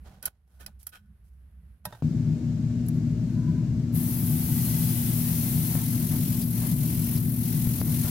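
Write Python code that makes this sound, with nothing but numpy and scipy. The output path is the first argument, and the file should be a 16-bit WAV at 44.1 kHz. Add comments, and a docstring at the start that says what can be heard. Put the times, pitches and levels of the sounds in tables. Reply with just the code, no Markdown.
"""A plastic part is snipped from its sprue with a crack, and the sprue knocks on the desk in a quiet room.
Plastic rubs and rings; shifting hands stir a low murmur. An extractor fan starts: hum, rumble, rushing air.
Then an airbrush opens: the nozzle hisses and the jet splashes on the part.
Later the compressor's piston cuts in and makes the air flutter; tools knock, the jet slips and gushes."""
import sys
import numpy as np
from scipy import signal
from scipy.fft import rfft, irfft
from scipy.io import wavfile

SR = 44100
rng = np.random.default_rng(int(sys.argv[2]) if len(sys.argv) > 2 else 0)


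def wav_out(sig):
    """Save sig, one row per channel (or a flat mono array), as 16-bit PCM at SR to the path in sys.argv[1]."""
    wavfile.write(sys.argv[1], SR, np.round(np.clip(np.atleast_2d(sig).T, -1, 1) * 32767).astype(np.int16))


N = 357210
T = np.arange(N) / SR
BINS_HZ = np.arange(N // 2 + 1) * SR / N
FAN_ON_S, AIR_ON_S, PUMP_ON_S = 2.023, 3.958, 5.757

# contact noise of knocks and rubs: freq_hz, level_db
CONTACT_SPECTRUM = [(100, 5), (400, -4), (760, -0.5), (1050, -5.5), (1600, -8), (2200, -14.5), (3500, -13),
                    (6000, -17), (12000, -24)]


def airbrush(open_s=0.043, pump_hz=43.2, hiss_db=-35.5, splash_db=-47, gush_db=-56):
    """The nozzle hisses; the jet splashes on the part and slips off it; piston strokes pulse the air."""
    # nozzle hiss: freq_hz, level_db
    hiss_spectrum = [(3000, -26), (7000, -19.5), (8500, -10.5), (9600, -7), (10500, -1), (12000, 1.5),
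                     (13800, 0), (15600, -5.5)]
    # jet on the part: freq_hz, level_db
    splash_spectrum = [(500, -31), (1200, -10.5), (1600, -7.5), (2200, -0.5), (3000, 0.5), (4300, -1),
                       (6000, 2), (7500, 1), (10000, 3.5), (15500, -13)]
    # eddies behind the part: freq_hz, level_db
    gush_spectrum = [(250, -23), (480, -2), (620, 0), (720, 1), (850, 4), (1050, 2), (1300, -6.5),
                     (2200, -6.5), (5000, -38)]
    # narrow spray resonances: freq_hz, width_hz, lift_db
    resonances = [(598, 52, 3.5), (1315, 34, 5.5), (1506, 90, 6), (1770, 32, 1), (1930, 140, 4.5),
                  (4220, 210, 4), (5530, 120, 1.5), (8530, 120, 4.5), (10070, 140, 6), (10860, 60, 8),
                  (10800, 33, -1), (13930, 100, 2)]
    # jet's lean: freq_hz, left_minus_right_db
    lean = [(700, 4), (2400, 1), (4400, 4), (8000, 2), (10800, 1.5), (13500, 8), (15500, 13.5)]
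    # air flow set by the trigger: time_s, flow_db
    trigger = [(3.97, -1.3), (4.2, -1.1), (4.46, -0.1), (4.62, 1), (5.7, 0.83), (5.95, 0.08), (7.75, -0.4),
               (8.08, 1.5)]
    # jet slips off, whistling on the edge: start_s, away_s, whistle_db
    slips = [(6.424, 0.069, -46), (6.724, 0.024, -55), (7.174, 0.19, -49.5), (7.81, 0.025, -53)]
    # jet blows into a hollow: centre_s, half_length_s, level_db
    gushes = [(5.765, 0.066, -50), (6.145, 0.033, -50), (6.64, .04, -51), (7.666, 0.027, -56),
              (7.888, 0.041, -53), (8.073, 0.041, -48)]
    leave_s, return_s = 0.017, 0.087
    flow_db = np.interp(T, *np.transpose(trigger))
    pumping = ramp(PUMP_ON_S, .02)
    sag_db = -1.74 * pumping  # line pressure drops
    stroke = pumping * np.sin(2 * np.pi * pump_hz * T + .2 * walk(4))
    away = sum(ramp(start_s, leave_s) - ramp(start_s + away_s, return_s) for start_s, away_s, _ in slips)
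    miss_db = -6.5 * away
    lift_db = peaks(resonances) + np.array([[1], [-1]]) * curve(lean) / 2
    hiss = noise(hiss_spectrum, lift_db) * undb(hiss_db + flow_db + sag_db - 2 * away + 2.5 * stroke)
    splash = noise(splash_spectrum, lift_db) * undb(splash_db + 2.2 * flow_db + miss_db + 1.7 * stroke)
    eddies = undb(gush_db + flow_db + sag_db + miss_db + walk(8.7))
    hollows = sum(undb(db) * swell(centre_s, half_s) for centre_s, half_s, db in gushes)
    gush = noise(gush_spectrum, lift_db) * np.hypot(eddies, hollows)
    buffet = noise_bands([(32, 30, -5)]) * hollows  # air thrown at the microphone
    on_edge = sum(undb(db) * swell(start_s, half_s=.011) for start_s, _, db in slips)
    whistle = noise_bands([(4800, 2000, 0)]) * on_edge
    uneven_paint = undb(.5 * walk(90))
    valve = ramp(AIR_ON_S - open_s, open_s) ** 2
    jet = (hiss + splash + gush + buffet + whistle) * uneven_paint * valve
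    return reflect(jet, echo_db=-10, sway_s=0.00012)


def snaps():
    """Plastic gives way: a bright crack, and the frame rings briefly."""
    # snaps and ticks: start_s, crack_db, ring_db, crack_t60_s, rise_s, left_minus_right_db
    events = [(0.2264, -34.5, -43, .025, .001, -6), (0.2552, -19.5, -33, 0.029, 0.00058, -3),
              (.262, -36, -34, 0.025, .0005, -3.5), (0.6629, -33.5, -36, 0.016, 0.00025, -9),
              (.829, -44.5, -61, 0.023, .002, -5), (0.867, -25, -53, 0.023, 0.0032, -9),
              (0.89, -48, -54, .05, .003, -6), (1.852, -29.5, -33, 0.044, 0.0026, -5),
              (2.863, -48, -63, .03, .001, -1), (2.8832, -31, -57, 0.031, 0.0024, 0)]
    # plastic frame: freq_hz, level_db, t60_s
    frame_modes = [(1476, -6, 0.046), (1985, -5, 0.03), (2516, -4.5, 0.042), (3170, -1, 0.025),
                   (4080, -1.5, 0.037), (4700, -0.5, 0.031), (5210, 3, 0.038), (5770, 3, 0.023),
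                   (7740, 2.5, 0.02), (9520, 1.5, 0.0308), (10200, -3, .05), (12100, -3, .045),
                   (11920, -12, 0.035)]
    # crack noise: freq_hz, level_db
    crack_spectrum = [(300, -38), (1500, -11), (3000, -26), (5500, -12), (8300, -10), (10000, 1),
                      (11700, 6.5), (13300, -1.5), (15500, -7.5)]
    out, t, crack = np.zeros((2, N)), T[:SR // 4], noise(crack_spectrum)
    for start_s, crack_db, ring_db, t60_s, rise_s, side_db in events:
        burst = undb(crack_db) * crack[:, int(start_s * SR):][:, :len(t)] * fade(t, t60_s)
        frame = undb(ring_db) * ring(frame_modes, t)
        add(out, start_s, (burst + frame) * np.minimum(t / rise_s, 1) * pan(side_db))
    return out


def knocks(thud_hz=115, clack_db=-4, push_s=0.00024):
    """Blunt contacts: a brief push, a short clack, hollow modes and a low thud."""
    # knocks on desk and tools: start_s, tap_db, ring_db, thud_db, decay_scale, left_minus_right_db
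    events = [(0.241, -41.5, -48, -60, 0.36, -2), (0.279, -47, -50.5, -49, 0.38, -2),
              (0.682, -44, -58, -48, .6, -3), (1.8538, -33, -33, -42, 1.6, -1.5),
              (1.925, -48, -41.5, -42, 1.7, -2), (1.949, -48, -48.5, -43, 1.2, -3),
              (5.753, -24.5, -36.5, -28, 0.5, 5.5), (7.672, -36, -47, -17, 0.28, 9),
              (7.8153, -19.5, -51, -30, 0.15, 4), (8.05, -40, -43.5, -50, 0.69, 3)]
    # ring of a knock: freq_hz, level_db, base_t60_s
    desk_modes = [(493, -13, 0.053), (602, -2, 0.077), (864, 2, 0.0472), (968, -0.5, 0.064),
                  (1310, 1.5, 0.02), (1560, -9.5, .08), (1700, -12, .07), (1860, -6, 0.056),
                  (2660, -17.5, 0.056), (3666, -6, 0.058)]
    out, t, contact = np.zeros((2, N)), T[:SR // 4], noise(CONTACT_SPECTRUM)
    push = t / push_s * np.exp(1 - t / push_s)
    for start_s, tap_db, ring_db, thud_db, decay_scale, side_db in events:
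        burst = np.roll(contact, -int(start_s * SR), axis=1)[:, :len(t)]
        clack = undb(clack_db) * burst * fade(t, 0.038 * decay_scale)
        body = undb(ring_db) * (ring(desk_modes, t, decay_scale) + clack)
        thud = undb(thud_db) * np.sin(2 * np.pi * thud_hz * t) * fade(t, 0.12 * decay_scale)
        add(out, start_s, (undb(tap_db) * push + body + thud) * pan(side_db))
    return out


def rubs(attack_s=0.0081, build_db=8, linger_db=-22, linger_max_t60_s=0.55):
    """Uneven friction grips, builds and lets go, ringing the sprue; a faint rustle lingers."""
    # plastic scraping on blade, glove, sprue and clamp, levels before the grip gain:
    # start_s, hold_s, t60_s, body_db, edge_db, ring_db, left_minus_right_db
    events = [(0.037, 0.033, 0.69, -52, -75, -69.5, -3.5), (0.223, 0.059, 0.022, -45, -46.5, -44.5, -5.5),
              (.47, 0.15, 0.11, -69, -72, -80, -2.5), (.594, 0.017, 0.12, -48.5, -50.5, -48.5, -7),
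              (0.66, 0.016, 0.093, -51, -62, -68, 4), (0.787, .012, .24, -73, -58, -82, -5),
              (0.863, 0.0087, .09, -60, -53, -52.5, 2), (0.917, 0.04, 0.12, -59, -56.5, -48, -2),
              (1.235, .01, .7, -84, -74, -89.5, -3), (1.841, 0.035, 0.92, -52.5, -61, -62.5, -2.5),
              (2.89, .07, .35, -76, -64, -76, 1), (3.05, .27, 2.2, -76, -69, -70, 1)]
    # bright edge of a scrape: freq_hz, level_db
    edge_spectrum = [(1000, -14), (3500, -4.5), (5500, -1), (7500, -2.5), (11300, 6), (13500, 0.5),
                     (15500, -4)]
    # bending sprue: freq_hz, width_hz, lift_db
    resonances = [(1265, 62, 15.5), (1481, 120, 26), (1780, 120, 14), (2500, 400, 10), (3180, 280, 14.5),
                  (3950, 220, 11), (5400, 300, 9)]
    body = noise(CONTACT_SPECTRUM, peaks([(750, 120, 4.1)]))
    edge = noise(edge_spectrum)
    sprue = noise([(300, -26), (1200, 3), (5000, -3.5), (12000, -15.5)], peaks(resonances))
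    out = np.zeros((2, N))
    for start_s, hold_s, t60_s, body_db, edge_db, ring_db, side_db in events:
        grip = ramp(start_s, attack_s) * undb(build_db * (ramp(start_s, hold_s) - 1.5))
        released_s = T - start_s - hold_s
        linger = undb(linger_db) * fade(released_s, min(linger_max_t60_s, 4 * t60_s))
        pressure = grip * np.maximum(fade(released_s, t60_s), linger)
        scrape = undb(body_db) * body + undb(edge_db) * edge + undb(ring_db) * sprue
        out += pressure * scrape * pan(side_db)
    grain_db = 2 * walk(299) + 1.26 * walk(25)
    return out * undb(grain_db)


def fan(rumble_db=-27, air_db=-54.5):
    """Motor hum, duct rumble and rushing air; the hum wavers once the pump runs."""
    # motor lines: freq_hz, rms_db
    motor_lines = [(59.3, -52.5), (118.6, -32), (158, -41.5), (207.5, -55), (239.6, -34), (269.5, -48)]
    # duct rumble: freq_hz, level_db
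    rumble_spectrum = [(20, -36), (40, -21.5), (62, -13), (100, -3.5), (135, -3), (158, 3), (195, -7),
                       (240, -7.5), (280, -14), (325, -16.5), (400, -27.5), (500, -42.5), (900, -66.5)]
    # rushing air: freq_hz, level_db
    air_spectrum = [(200, -6), (420, -0.5), (520, -2), (630, -2.5), (800, -9), (1200, -13), (1550, -12),
                    (2300, -13.5), (3200, -18), (4400, -15.5), (7500, -17.5), (9500, -29), (12000, -32.5),
                    (15500, -56)]
    # housing resonances: freq_hz, width_hz, lift_db
    housing = [(423, 30, 0), (597, 48, 5), (765, 62, 3.5), (1470, 34, 4.5), (2150, 200, 0)]
    # faint hollow tones that swell once: freq_hz, width_hz, level_db
    hollow_tones = [(997, 42, -60), (1530, 170, -63)]
    waver_rad = 0.019 + .8 * ramp(PUMP_ON_S, .05)
    hum = np.zeros(N)
    for hz, rms_db in motor_lines:
        phase_rad = rng.uniform(0, 2 * np.pi) + waver_rad * walk(10.4)
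        hum += undb(rms_db) * np.sqrt(2) * np.sin(2 * np.pi * hz * T + phase_rad)
    rumble = undb(rumble_db + 0.72 * walk(4.7)) * noise(rumble_spectrum)
    air = undb(air_db + 0.21 * walk(8)) * noise(air_spectrum, peaks(housing))
    air = reflect(air, echo_db=-12, sway_s=.00003)
    hollow = noise_bands(hollow_tones) * swell(centre_s=3.495, half_s=0.15)
    return (hum + rumble + air + hollow) * pan(side_db=4) * ramp(FAN_ON_S, 0.00054)


def hands():
    """Each shift of the hands stirs the desk's low resonances."""
    # hand shifts: centre_s, half_length_s, level_db
    shifts = [(.12, .07, -53), (0.677, .037, -53.5), (1.08, .066, -57.5), (1.656, .09, -63),
              (1.876, 0.024, -43)]
    # desk resonances: freq_hz, width_hz, level_db
    murmur = [(84.3, 44, -3.5), (154, 66, -4.5), (205.6, 28.4, -3.5)]
    return noise_bands(murmur) * sum(undb(db) * swell(centre_s, half_s) for centre_s, half_s, db in shifts)


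def room_tone(level_db=-53.5, wander_db=3):
    """Low room murmur, wandering in level."""
    # room noise: freq_hz, level_db
    spectrum = [(15, -59.5), (25, -27), (32, -23), (44, -18), (66, 3.5), (75, -7.5), (107, -19.5),
                (209, -23.5), (267, -38), (895, -49), (1450, -46), (1570, -46), (7100, -65.5),
                (11200, -49.5), (15500, -67.5)]
    return noise(spectrum) * undb(level_db + wander_db * walk(3.1))


def walls(x, wet_db=-21, t60_s=0.082):
    """Close walls add a short diffuse tail."""
    t = T[:SR // 2]
    tail = rng.standard_normal((2, len(t))) * fade(t, t60_s) * (t > .004)
    tail /= np.sqrt(np.sum(tail ** 2, axis=1, keepdims=True))
    return x + undb(wet_db) * signal.fftconvolve(x, tail, axes=1)[:, :N]


def reflect(x, echo_db, sway_s, count=5):
    """Weak echoes off nearby surfaces; delays drift as the hands move, rippling the colour."""
    drift_s, out = sway_s * walk(0.96), x.copy()
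    for channel in range(2):
        for lag_s, share in zip(rng.uniform(.001, .012, count), rng.uniform(-1, 1, count)):
            position = (T - lag_s - share * drift_s) * SR
            out[channel] += undb(echo_db) * np.interp(position, np.arange(N), x[channel])
    return out


def ring(modes, t, decay_scale=1):
    """Damped modes; left and right phases part with frequency."""
    phases = rng.uniform(0, 2 * np.pi, (len(modes), 2, 1))
    out = 0
    for (hz, db, t60_s), phase in zip(modes, phases):
        phase_rad = phase[0] + phase * min(hz / 6000, 1)
        out += undb(db) * fade(t, t60_s * decay_scale) * np.sin(2 * np.pi * hz * t + phase_rad)
    return out / np.sqrt(sum(undb(db) ** 2 for _, db, _ in modes) / 2)


def noise(spectrum, lift_db=0):
    """Coloured stereo noise, alike in the bass, diffuse in the treble."""
    # likeness of the channels: freq_hz, correlation
    likeness = [(100, .995), (300, .98), (650, .72), (1400, .25), (3000, .15), (7000, 0)]
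    mid, side = rfft(rng.standard_normal((2, N)))
    alike = curve(likeness)
    stereo = mid * np.sqrt(1 + alike) + np.array([[1], [-1]]) * side * np.sqrt(1 - alike)
    return unit(irfft(stereo * undb(curve(spectrum) + lift_db), N))


def noise_bands(bands):
    """Sum of noise bands: freq_hz, width_hz, level_db."""
    out = np.zeros(N)
    for hz, width_hz, db in bands:
        band = rfft(rng.standard_normal(N)) / (1 + (2 * (BINS_HZ - hz) / width_hz) ** 4)
        out += undb(db) * unit(irfft(band, N))
    return out


def peaks(resonances):
    """Lift in dB per bin from resonances: freq_hz, width_hz, lift_db."""
    return sum(db / (1 + (2 * (BINS_HZ - hz) / width_hz) ** 2) for hz, width_hz, db in resonances)


def curve(points):
    """Join freq_hz, value points on a log-frequency axis."""
    hz, value = np.transpose(points)
    return np.interp(np.log(np.maximum(BINS_HZ, 1)), np.log(hz), value)


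def walk(rate_hz):
    """Smooth random drift, spread 1."""
    return unit(irfft(rfft(rng.standard_normal(N)) * np.exp(-(BINS_HZ / rate_hz) ** 2), N))


def ramp(start_s, rise_s):
    return np.clip((T - start_s) / rise_s, 0, 1)


def swell(centre_s, half_s):
    return np.exp(-((T - centre_s) / half_s) ** 2)


def fade(t, t60_s):
    return np.exp(-np.log(1000) * np.maximum(t, 0) / max(t60_s, 1e-3))


def undb(db):
    return 10 ** (np.asarray(db) / 20)


def unit(x):
    """Scale the channel mean to rms 1."""
    return x / np.std(np.atleast_2d(x).mean(axis=0))


def pan(side_db):
    """Channel gains for a left minus right level."""
    gains = undb(np.array([[1], [-1]]) * side_db / 2)
    return gains / gains.mean(axis=0)


def add(out, start_s, sound):
    start = int(start_s * SR)
    out[:, start:start + sound.shape[1]] += sound[:, :N - start]


def scene():
    """Handling sounds over the room's murmur, then fan and airbrush."""
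    background = room_tone()
    handling = walls(snaps() + knocks() + rubs())
    return handling + (background + hands()) * pan(side_db=-2.5) + fan() + airbrush()


def record(dry, top_hz=15800):
    """Steep low-pass."""
    return signal.sosfilt(signal.ellip(12, .2, 80, top_hz, fs=SR, output="sos"), dry)


dry = scene()
out = record(dry)
wav_out(out)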